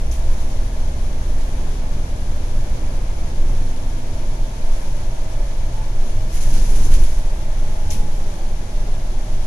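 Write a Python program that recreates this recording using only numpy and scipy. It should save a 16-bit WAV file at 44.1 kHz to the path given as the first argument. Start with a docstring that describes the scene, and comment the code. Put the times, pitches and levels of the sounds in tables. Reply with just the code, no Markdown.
"""Inside a bus in a road tunnel: body sway and boom, drumming floor, tyre roar, air hiss, two steady low hums.
The engine pulls until 3.1 s, then eases off while gears whine; a loose catch clicks at 0.1 s.
From 4.6 s come brief tonal patches in the roar. At 6.3-7.0 s a rough stretch shakes the fittings into a
hissing rattle with ticks and thumps; the catch clicks again at 7.9 s. Shaped noise makes the road, rattle and
ticks, sines make engine, gears, hums and rings; a phone with two small ports hears it."""
import sys
import numpy as np
from scipy import signal
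from scipy.fft import rfft, irfft
from scipy.io import wavfile
from scipy.ndimage import uniform_filter1d, minimum_filter1d

SR = 44100
rng = np.random.default_rng(int(sys.argv[2]) if len(sys.argv) > 2 else 0)


def store_wav(level_fs):
    """Save 16-bit WAV to argv[1]."""
    pcm = np.round(np.clip(np.atleast_2d(level_fs), -1, 1) * 32767)
    wavfile.write(sys.argv[1], SR, pcm.T.astype(np.int16))


N = 417186
TIME, FREQ = np.arange(N) / SR, np.arange(N // 2 + 1) * SR / N

# Source levels are dB re full scale ahead of the ports; noise spectra are relative.
# crankshaft speed: t/s, turns per second/Hz
SHAFT_SPEED = [(0, 30.92), (.6, 31.29), (1.4, 31.62), (2.2, 31.86), (3.1, 32.03), (3.8, 31.57),
               (4.6, 31.16), (5.6, 30.72), (7.7, 29.73), (8.6, 29.32), (9.46, 29.03)]
LIFT_OFF_S = 3.1  # the driver lifts off the throttle


def road():
    """Body sways, cabin booms, floor panels drum; tyre roar and air hiss come through the glass."""
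    # spectra: f/Hz, level/dB
    sway_spectrum = [(4, -40), (8, -8), (11.5, 11), (16, 11), (21, -1), (27, -18), (36, -53)]
    boom_spectrum = [(18, -9.5), (25, 3.5), (31, -2.5), (36, -1), (41, -16), (50, -17), (70, -26)]
    drum_spectrum = [(30, -12), (48, 4.5), (70, -2), (95, 0), (118, -0.5), (143, -14), (165, -9),
                     (230, -10.5), (280, -19), (325, -13), (450, -17), (900, -35)]
    judder_spectrum = [(110, 3.5), (170, 5.5), (230, -2), (400, -6.5), (600, -7.5), (1200, -13.5)]
    roar_spectrum = [(150, -23.5), (330, -1.5), (450, -6.5), (600, 3), (740, -4), (900, -3.5), (1050, -9),
                     (1250, -13.5), (1520, -15.5), (1690, -12), (1860, -16.5), (2300, -15), (3500, -31),
                     (7000, -65)]
    air_spectrum = [(800, 4), (2000, -7), (3300, 3), (4300, 1), (6300, -3.5), (8000, -5.5), (10400, -10),
                    (13000, -13), (15500, -20)]
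    # answers to the road: smooth level/dB, rough level when fully built up/dB, build-up/s, t60/s
    sway_ride = (-19, -5.5, 1, 1)
    boom_ride = (-24.5, -12.5, 0.8, 1.5)
    drum_ride = (-34, -27, 1.3, 0)
    judder_ride = (-56.5, -38, 0.5, 0.1)
    bump_rise_s, rumble_ceiling = .14, .85  # ceiling of the low rumble, full scale 1
    bump_boom_db, bump_judder_db = -22, -9  # re sway, re thud
    pull_drum_db, pull_judder_db = -37.5, -47.5  # added in power at full engine load
    tyres_db, air_db, roar_db_per_hz = -39.5, -45.5, .18  # last: per turn/s of the shaft above its mean

    heave, thud, load = jolts(1, bump_rise_s), jolts(2, bump_rise_s), throttle()
    sway = even(diffuse(sway_spectrum), .18) * ride(sway_ride, heave)
    boom = even(diffuse(boom_spectrum), .242) * ride(boom_ride, heave * undb(bump_boom_db))
    # soft saturation rounds off the largest low-frequency swings
    rumble = rumble_ceiling * np.tanh((sway + boom) / rumble_ceiling)

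    drum_level = np.hypot(ride(drum_ride, thud), load * undb(pull_drum_db))
    drum = even(diffuse(drum_spectrum), .28) * drum_level
    judder_road = ride(judder_ride, thud * undb(bump_judder_db))
    judder = diffuse(judder_spectrum) * np.hypot(judder_road, load * undb(pull_judder_db))

    # road speed follows the shaft in this gear
    faster_hz = curve(SHAFT_SPEED) - curve(SHAFT_SPEED).mean()
    roar = diffuse(roar_spectrum) * undb(tyres_db + roar_db_per_hz * faster_hz + .5 * walk(10))
    air = diffuse(air_spectrum) * undb(air_db + .5 * walk(23))
    return rumble + drum + judder + roar + air


def fittings():
    """Trim and panels chatter in many tiny contacts, which the cabin smears into a hiss."""
    # rattle spectrum: f/Hz, level/dB
    rattle_spectrum = [(600, -28), (1400, 1.5), (2600, 3), (4000, 4), (6000, 3.5), (8000, 1), (10400, -1.5),
                       (13000, -4.5), (15500, -3.5)]
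    # answer to the road: smooth level/dB, rough level when fully built up/dB, build-up/s, t60/s
    rattle_ride = (-62.5, -41.5, 0.05, 1.4)
    # knocks: t/s, level/dB, rise/s, ring f/Hz
    knocks = [(6.335, -41, 0.021, 12000), (6.345, -45, .018, 2600), (6.398, -38.5, 0.024, 5500),
              (6.512, -37.5, .03, 4200), (6.555, -39, .028, 4800), (6.603, -42, .022, 3200),
              (6.68, -42, .028, 10500), (6.742, -37.5, .022, 5800), (6.825, -37.5, 0.028, 6300),
              (6.905, -36, 0.026, 2400), (6.922, -36.5, 0.026, 5500), (7.038, -46, .02, 3600)]
    contacts_per_s, smear_s, bump_rise_s = 820, .008, .22
    flutter_db, flutter_hz = .6, 13  # spread and rate scale of the random surges

    hits = rng.random(N) < contacts_per_s / SR
    contacts = hits * undb(2 * rng.exponential(size=N))
    power = signal.lfilter([1], [1, -np.exp(-1 / (smear_s * SR))], contacts)
    chatter = np.sqrt(power / power.mean())
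    rattle = diffuse(rattle_spectrum) * chatter * ride(rattle_ride, jolts(-1, bump_rise_s))
    out = rattle * undb(flutter_db * walk(flutter_hz))
    for start, db, rise, hz in knocks:
        # a harder jolt sets off a short flurry of contacts in one fitting
        b, a = signal.iirpeak(hz, 1.1, fs=SR)
        ring = signal.lfilter(b, a, rng.standard_normal((2, N)))
        out = out + ring / ring.std() * undb(db) * swell(start, rise)
    return out


def panels():
    """The hardest jolts knock single panels, which give a dull, unsteady ring."""
    # thumps: t/s, level before the soft onset/dB, t60/s, ring f/Hz
    thumps = [(.04, -16, .45, 58.5), (1.29, -14, 0.4, 41), (2.52, -26, .45, 134), (3.52, -25, 0.76, 99.1),
              (5.65, -21, .4, 58), (6.145, -22, 0.51, 101), (6.42, -25, .5, 112.3), (6.5, -33, 0.65, 306),
              (6.57, -28, 0.4, 204.6), (6.705, -27, .2, 395), (6.83, -34, 0.22, 305),
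              (6.895, -26, 0.16, 170), (6.95, -20, .22, 62), (7.015, -26.5, 0.13, 345),
              (7.845, -19.5, 0.42, 79), (7.93, -28, 0.25, 200.3)]
    pitch_spread, onset_t60_s = .06, .042  # share of the pitch; time for a panel to give way fully
    out, unsteady = np.zeros(N), 1 + pitch_spread * walk(45)
    for start, db, t60, hz in thumps:
        phase = 2 * np.pi * (np.cumsum(hz * unsteady) / SR + rng.random())
        onset = (1 - fade(start, onset_t60_s)) ** 2
        out += undb(db) * fade(start, t60) * onset * np.sin(phase)
    return out


def ticks():
    """Hard trim parts snap together: broadband noise with an instant onset and a short decay."""
    # tick spectrum: f/Hz, level/dB
    tick_spectrum = [(1500, -10), (3000, 5), (6000, -6), (9000, 1), (11500, -3), (15000, -3)]
    # snaps: t/s, level/dB, t60/s
    snaps = [(6.341, -42, 0.075), (6.425, -42, 0.07), (6.539, -39, .04), (6.578, -37, .025),
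             (6.828, -41, .05), (6.918, -35, 0.036), (6.939, -33, .04), (7.037, -34, 0.057)]
    return diffuse(tick_spectrum) * sum(undb(db) * fade(start, t60) for start, db, t60 in snaps)


def catch():
    """A small metal catch rings in damped modes; diffuse cabin reflections build up just after."""
    # clicks: t/s, relative level/dB
    clicks = [(0.114, -34.5), (7.9048, -27.5)]
    # modes: f/Hz, relative level/dB, t60/s
    modes = [(5870, 1.5, 0.014), (6340, -7, .07), (6730, -0.5, 0.011), (7400, -12, 0.018),
             (10800, -12, .04)]
    # reflection spectrum: f/Hz, level/dB
    cabin_spectrum = [(1200, -30), (2000, 1), (2500, 6), (4000, 4.5), (6000, 4), (8500, 1.5), (10400, 0),
                      (13000, -3), (15500, 4)]
    cabin_t60_s, build_t60_s, delay_s = .33, .015, .00086
    direct, echoes = np.zeros(N), np.zeros(N)
    for start, db in clicks:
        for hz, mode_db, t60 in modes:
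            direct += undb(db + mode_db) * fade(start, t60) * np.sin(2 * np.pi * hz * (TIME - start))
        arrival = start + delay_s
        echoes += undb(db) * (fade(arrival, cabin_t60_s) - fade(arrival, build_t60_s))
    port_gains = np.array([[1], [.6]])
    return undb(2) * direct * port_gains + undb(-2) * echoes * diffuse(cabin_spectrum)


def engine():
    """Engine orders change level as the throttle closes, then all sink slowly; drone and growl ring the cabin."""
    # orders: multiple of shaft rate, coasting level before sinking/dB rms, pulling level/dB rms
    orders = [(1, -34.5, -31.5), (2, -43, -32), (3, -50, -44), (4, -40.5, -47.5), (10, -53.5, -56.5),
              (16, -56, -54)]
    # drone sliding through cabin resonances: t/s, left level/dB rms, right level/dB rms
    drone_levels = [(0, -51, -50), (.5, -45.5, -44), (1.35, -45.5, -43), (2.6, -52, -45.5),
                    (3.3, -52.5, -46.5), (3.55, -45.5, -44), (4.05, -44.5, -42), (5.0, -50, -49),
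                    (6.0, -50.5, -49.5), (6.5, -56, -56), (7.25, -59, -58), (7.65, -48, -47),
                    (8.0, -48.5, -48.5), (8.4, -58, -53), (8.75, -49.5, -46), (9.46, -47, -45)]
    # growl, resonant near the top of the pull: t/s, level/dB rms
    growl_levels = [(0, -57), (.3, -48), (.75, -45.5), (2.75, -44.5), (3.05, -53), (4.5, -56), (9.46, -62)]
    drone_order, growl_order, sink_db_per_s = 8, 5, 1.55
    throb_db, throb_hz = 1, 6.2  # spread and rate scale of the random throb
    hz, load = shaft(), throttle()
    sink_db = sink_db_per_s * np.maximum(TIME - LIFT_OFF_S, 0)
    hum = np.zeros(N)
    for order, coast_db, pull_db in orders:
        level_db = coast_db - sink_db + load * (pull_db - coast_db)
        hum += tone(order * hz, throb_db, throb_hz) * undb(level_db)
    drone = tone(drone_order * hz, .5, 2.5) * undb([curve(drone_levels), curve(drone_levels, 2)])
    growl = tone(growl_order * hz, 1, 2.5) * undb(curve(growl_levels))
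    return hum + drone + growl


def gears():
    """Meshes whine on the shaft's pitch; each port has its own sound paths, so the whine comes and goes."""
    # main mesh: t/s, left level/dB rms, right level/dB rms
    main_levels = [(0, -60, -64), (1.3, -68, -65), (1.8, -56, -52.5), (2.9, -54, -51), (3.35, -62, -59),
                   (3.6, -57, -46), (4.0, -51, -46.5), (4.3, -57, -58), (4.55, -51.5, -49), (4.9, -53, -56),
                   (5.3, -48.5, -52), (5.75, -57, -46), (6.2, -51, -53), (6.8, -48.5, -52), (7.1, -54, -53),
                   (7.55, -48.5, -54), (7.66, -45, -42.5), (8.05, -54, -41.5), (8.2, -58, -48.5),
                   (8.7, -53, -49.5), (9.05, -46.5, -55), (9.46, -53, -51)]
    # weaker meshes: multiple of shaft rate
    side_orders = [20.95, 26.17, 30.78]
    # weaker meshes: t/s, level of each of the three/dB rms
    side_levels = [(0, -54, -68, -68), (2.0, -59, -71, -70), (2.8, -55, -71, -53), (3.4, -57, -68, -62),
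                   (4.25, -50, -66, -54), (4.85, -56, -66, -61), (5.35, -44.5, -66, -57),
                   (5.8, -56, -66, -55), (6.25, -47, -66, -50), (6.7, -57, -62, -58), (7.5, -51, -62, -62),
                   (7.9, -54, -66, -72), (8.2, -54, -53, -66), (8.7, -54, -60, -56), (9.46, -52, -65, -64)]
    main_order, pitch_spread = 28.45, .0007
    hz, ports = shaft(), []
    for port in (1, 2):
        path_hz = hz * (1 + pitch_spread * walk(7.2))
        whine = tone(main_order * path_hz, .8, 6) * undb(curve(main_levels, port))
        for column, order in enumerate(side_orders, start=1):
            whine += tone(order * path_hz, 2, 4) * undb(curve(side_levels, column))
        ports.append(whine)
    return np.array(ports)


def tyre_tones():
    """Brief tonal patches in the tyre roar: gliding sines with unsteady pitch."""
    # patches: t/s, length/s, starting f/Hz, glide/(Hz/s), level at mid-length/dB rms
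    patches = [(4.57, .17, 678, -60, -44.5), (5.329, .18, 587.5, -160, -45), (5.66, .26, 857, 135, -46),
               (6.1, .22, 620, 70, -46), (8.33, .25, 758, 30, -45.5), (9.18, .35, 755, 0, -49)]
    pitch_spread = .007
    out, unsteady = np.zeros(N), 1 + pitch_spread * walk(21.3)
    for start, length, first_hz, glide, db in patches:
        hz = first_hz + glide * np.clip(TIME - start, 0, length)
        arch = np.sin(np.pi * np.clip((TIME - start) / length, 0, 1))
        phase = 2 * np.pi * (np.cumsum(hz * unsteady) / SR + rng.random())
        out += undb(db) * arch * np.sqrt(2) * np.sin(phase)
    return out


def low_hums():
    """Two steady low hums near 115 and 172 Hz; the upper one swells late."""
    # hums: t/s, lower level/dB rms, upper level/dB rms
    hum_levels = [(0, -52, -56), (4.3, -42, -68), (7.6, -44, -51), (8.1, -49, -45.5), (8.75, -46.5, -54),
                  (9.46, -44, -49)]
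    base_hz = 57.3 * (1 + .003 * walk(3))
    lower = tone(2 * base_hz, 1.1, 3.1) * undb(curve(hum_levels, 1))
    upper = tone(3 * base_hz, 1.1, 3.1) * undb(curve(hum_levels, 2))
    return lower + upper


def shaft():
    """Crankshaft turns per second, never quite steady."""
    return curve(SHAFT_SPEED) * (1 + .0004 * walk(4))


def throttle():
    """Engine load: 1 while pulling, falling linearly to 0 after lift-off."""
    fall_s = .98
    return np.clip(1 - (TIME - LIFT_OFF_S) / fall_s, 0, 1)


def ride(part, bumps):
    """Shaking strength of one part: smooth road, rough stretch and bumps add in power."""
    rough_from_s, rough_to_s = 6.297, 7.027
    smooth_db, rough_db, build_s, t60_s = part
    build = np.clip((TIME - rough_from_s) / build_s, 0, 1)
    # t60 of 0 stops at once
    stretch = build * np.where(TIME < rough_to_s, 1, fade(rough_to_s, t60_s) ** 2)
    return np.sqrt(undb(smooth_db) ** 2 + undb(rough_db) ** 2 * stretch + bumps ** 2)


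def jolts(column, rise_s):
    """Summed swells that the road bumps give to one part."""
    # bumps: t/s, body sway level/dB, floor thud level/dB, fittings rattle level/dB
    bump_rows = [(.17, -14, -44, -49.5), (1.17, -18.5, -36.5, -52), (2.38, -18.5, -42, -57),
                 (3.33, -12, -34.5, -54), (4.57, -13.5, -53, -50.5), (5.88, -13, -37, -53),
                 (7.471, -15, -38, -51.5), (7.82, -15, -34, -62), (8.02, -25, -42, -55.5),
                 (8.73, -19.5, -54, -74), (9.3, -13.5, -37, -56)]
    return sum(undb(bump[column]) * swell(bump[0], rise_s) for bump in bump_rows)


def undb(db):
    """Decibels to gain."""
    return 10 ** (np.asarray(db) / 20)


def curve(rows, column=1):
    """One column of a time table, interpolated at every sample."""
    rows = np.array(rows, float)
    return np.interp(TIME, rows[:, 0], rows[:, column])


def response(points, column=1):
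    """Gain at every FFT bin, dB interpolated over log frequency."""
    points = np.array(points, float)
    log_hz = np.log(np.maximum(FREQ, 1))
    return undb(np.interp(log_hz, np.log(points[:, 0]), points[:, column]))


def walk(rate_hz):
    """Slow random drift of spread 1: noise under a Gaussian low-pass."""
    drift = irfft(rfft(rng.standard_normal(N)) * np.exp(-(FREQ / rate_hz) ** 2), N)
    return drift / drift.std()


def diffuse(points):
    """Noise from all sides: long waves reach both ports alike, short ones do not."""
    port_gap_m, sound_m_per_s = .17, 343
    alike = np.sinc(2 * np.maximum(FREQ, 1) * port_gap_m / sound_m_per_s)
    # 12 dB/octave beyond either end of the spectrum
    ends = np.minimum(FREQ / points[0][0], 1) ** 2 / np.maximum(FREQ / points[-1][0], 1) ** 2
    mid, side = rfft(rng.standard_normal((2, N))) * response(points) * ends
    mid = irfft(mid, N)
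    side = irfft(side * np.sqrt((1 - alike) / (1 + alike)), N)
    return np.array([mid + side, mid - side]) / mid.std()


def even(x, seconds):
    """Hold a noise at constant rms over a moving window."""
    return x / np.sqrt(uniform_filter1d(x.mean(axis=0) ** 2, int(seconds * SR)))


def fade(start, t60):
    """Envelope that jumps to 1 and decays 60 dB in t60 seconds."""
    return (TIME >= start) * undb(-60 * np.maximum(TIME - start, 0) / t60)


def swell(start, rise_s):
    """Envelope that climbs to 1 over the rise time and sinks back."""
    age = np.maximum(TIME - start, 0) / rise_s
    return (age * np.exp(1 - age)) ** 2


def tone(hz, waver_db, waver_hz):
    """Sine of nominal rms 1 whose strength wavers at random."""
    phase = 2 * np.pi * (np.cumsum(hz * np.ones(N)) / SR + rng.random())
    return np.sqrt(2) * np.sin(phase) * undb(waver_db * walk(waver_hz))


def limit(sound):
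    """Turn the gain down smoothly around any peak above the ceiling."""
    ceiling, hold = .99, int(.04 * SR)  # full scale 1; samples
    gain = ceiling / np.maximum(np.abs(sound).max(axis=0), ceiling)
    return sound * uniform_filter1d(minimum_filter1d(gain, hold), hold)


def scene():
    """Sum of all sources at the two ports."""
    ride_noise = road() + fittings() + panels() + ticks() + catch()
    return ride_noise + engine() + gears() + tyre_tones() + low_hums()


def record(dry):
    """Each port has its own frequency response; peaks are limited and the top is cut."""
    # port responses: f/Hz, left gain/dB, right gain/dB
    port_points = [(96, 1.04, 1.5), (1150, -3, -2.5), (2230, -0.5, -0.5), (3460, -3, -4.5), (5030, 0.5, -8),
                   (6490, 6.5, -6), (7580, -1, -5), (8940, -5, -0.5), (10280, -9, 9), (11700, -6.5, 1),
                   (13500, -4, -5), (15000, -13, -11)]
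    top_hz, half = 15150, 512  # half: FIR half-length in samples
    impulses = irfft([response(port_points), response(port_points, 2)], N)
    taps = np.roll(impulses, half, axis=1)[:, :2 * half + 1]
    padded = np.pad(dry, ((0, 0), (half, half)), mode="edge")
    sound = limit(signal.fftconvolve(padded, taps, mode="valid", axes=1))
    low_pass = signal.ellip(8, .2, 70, top_hz, fs=SR, output="sos")
    return signal.sosfilt(low_pass, sound)


dry = scene()
out = record(dry)
store_wav(out)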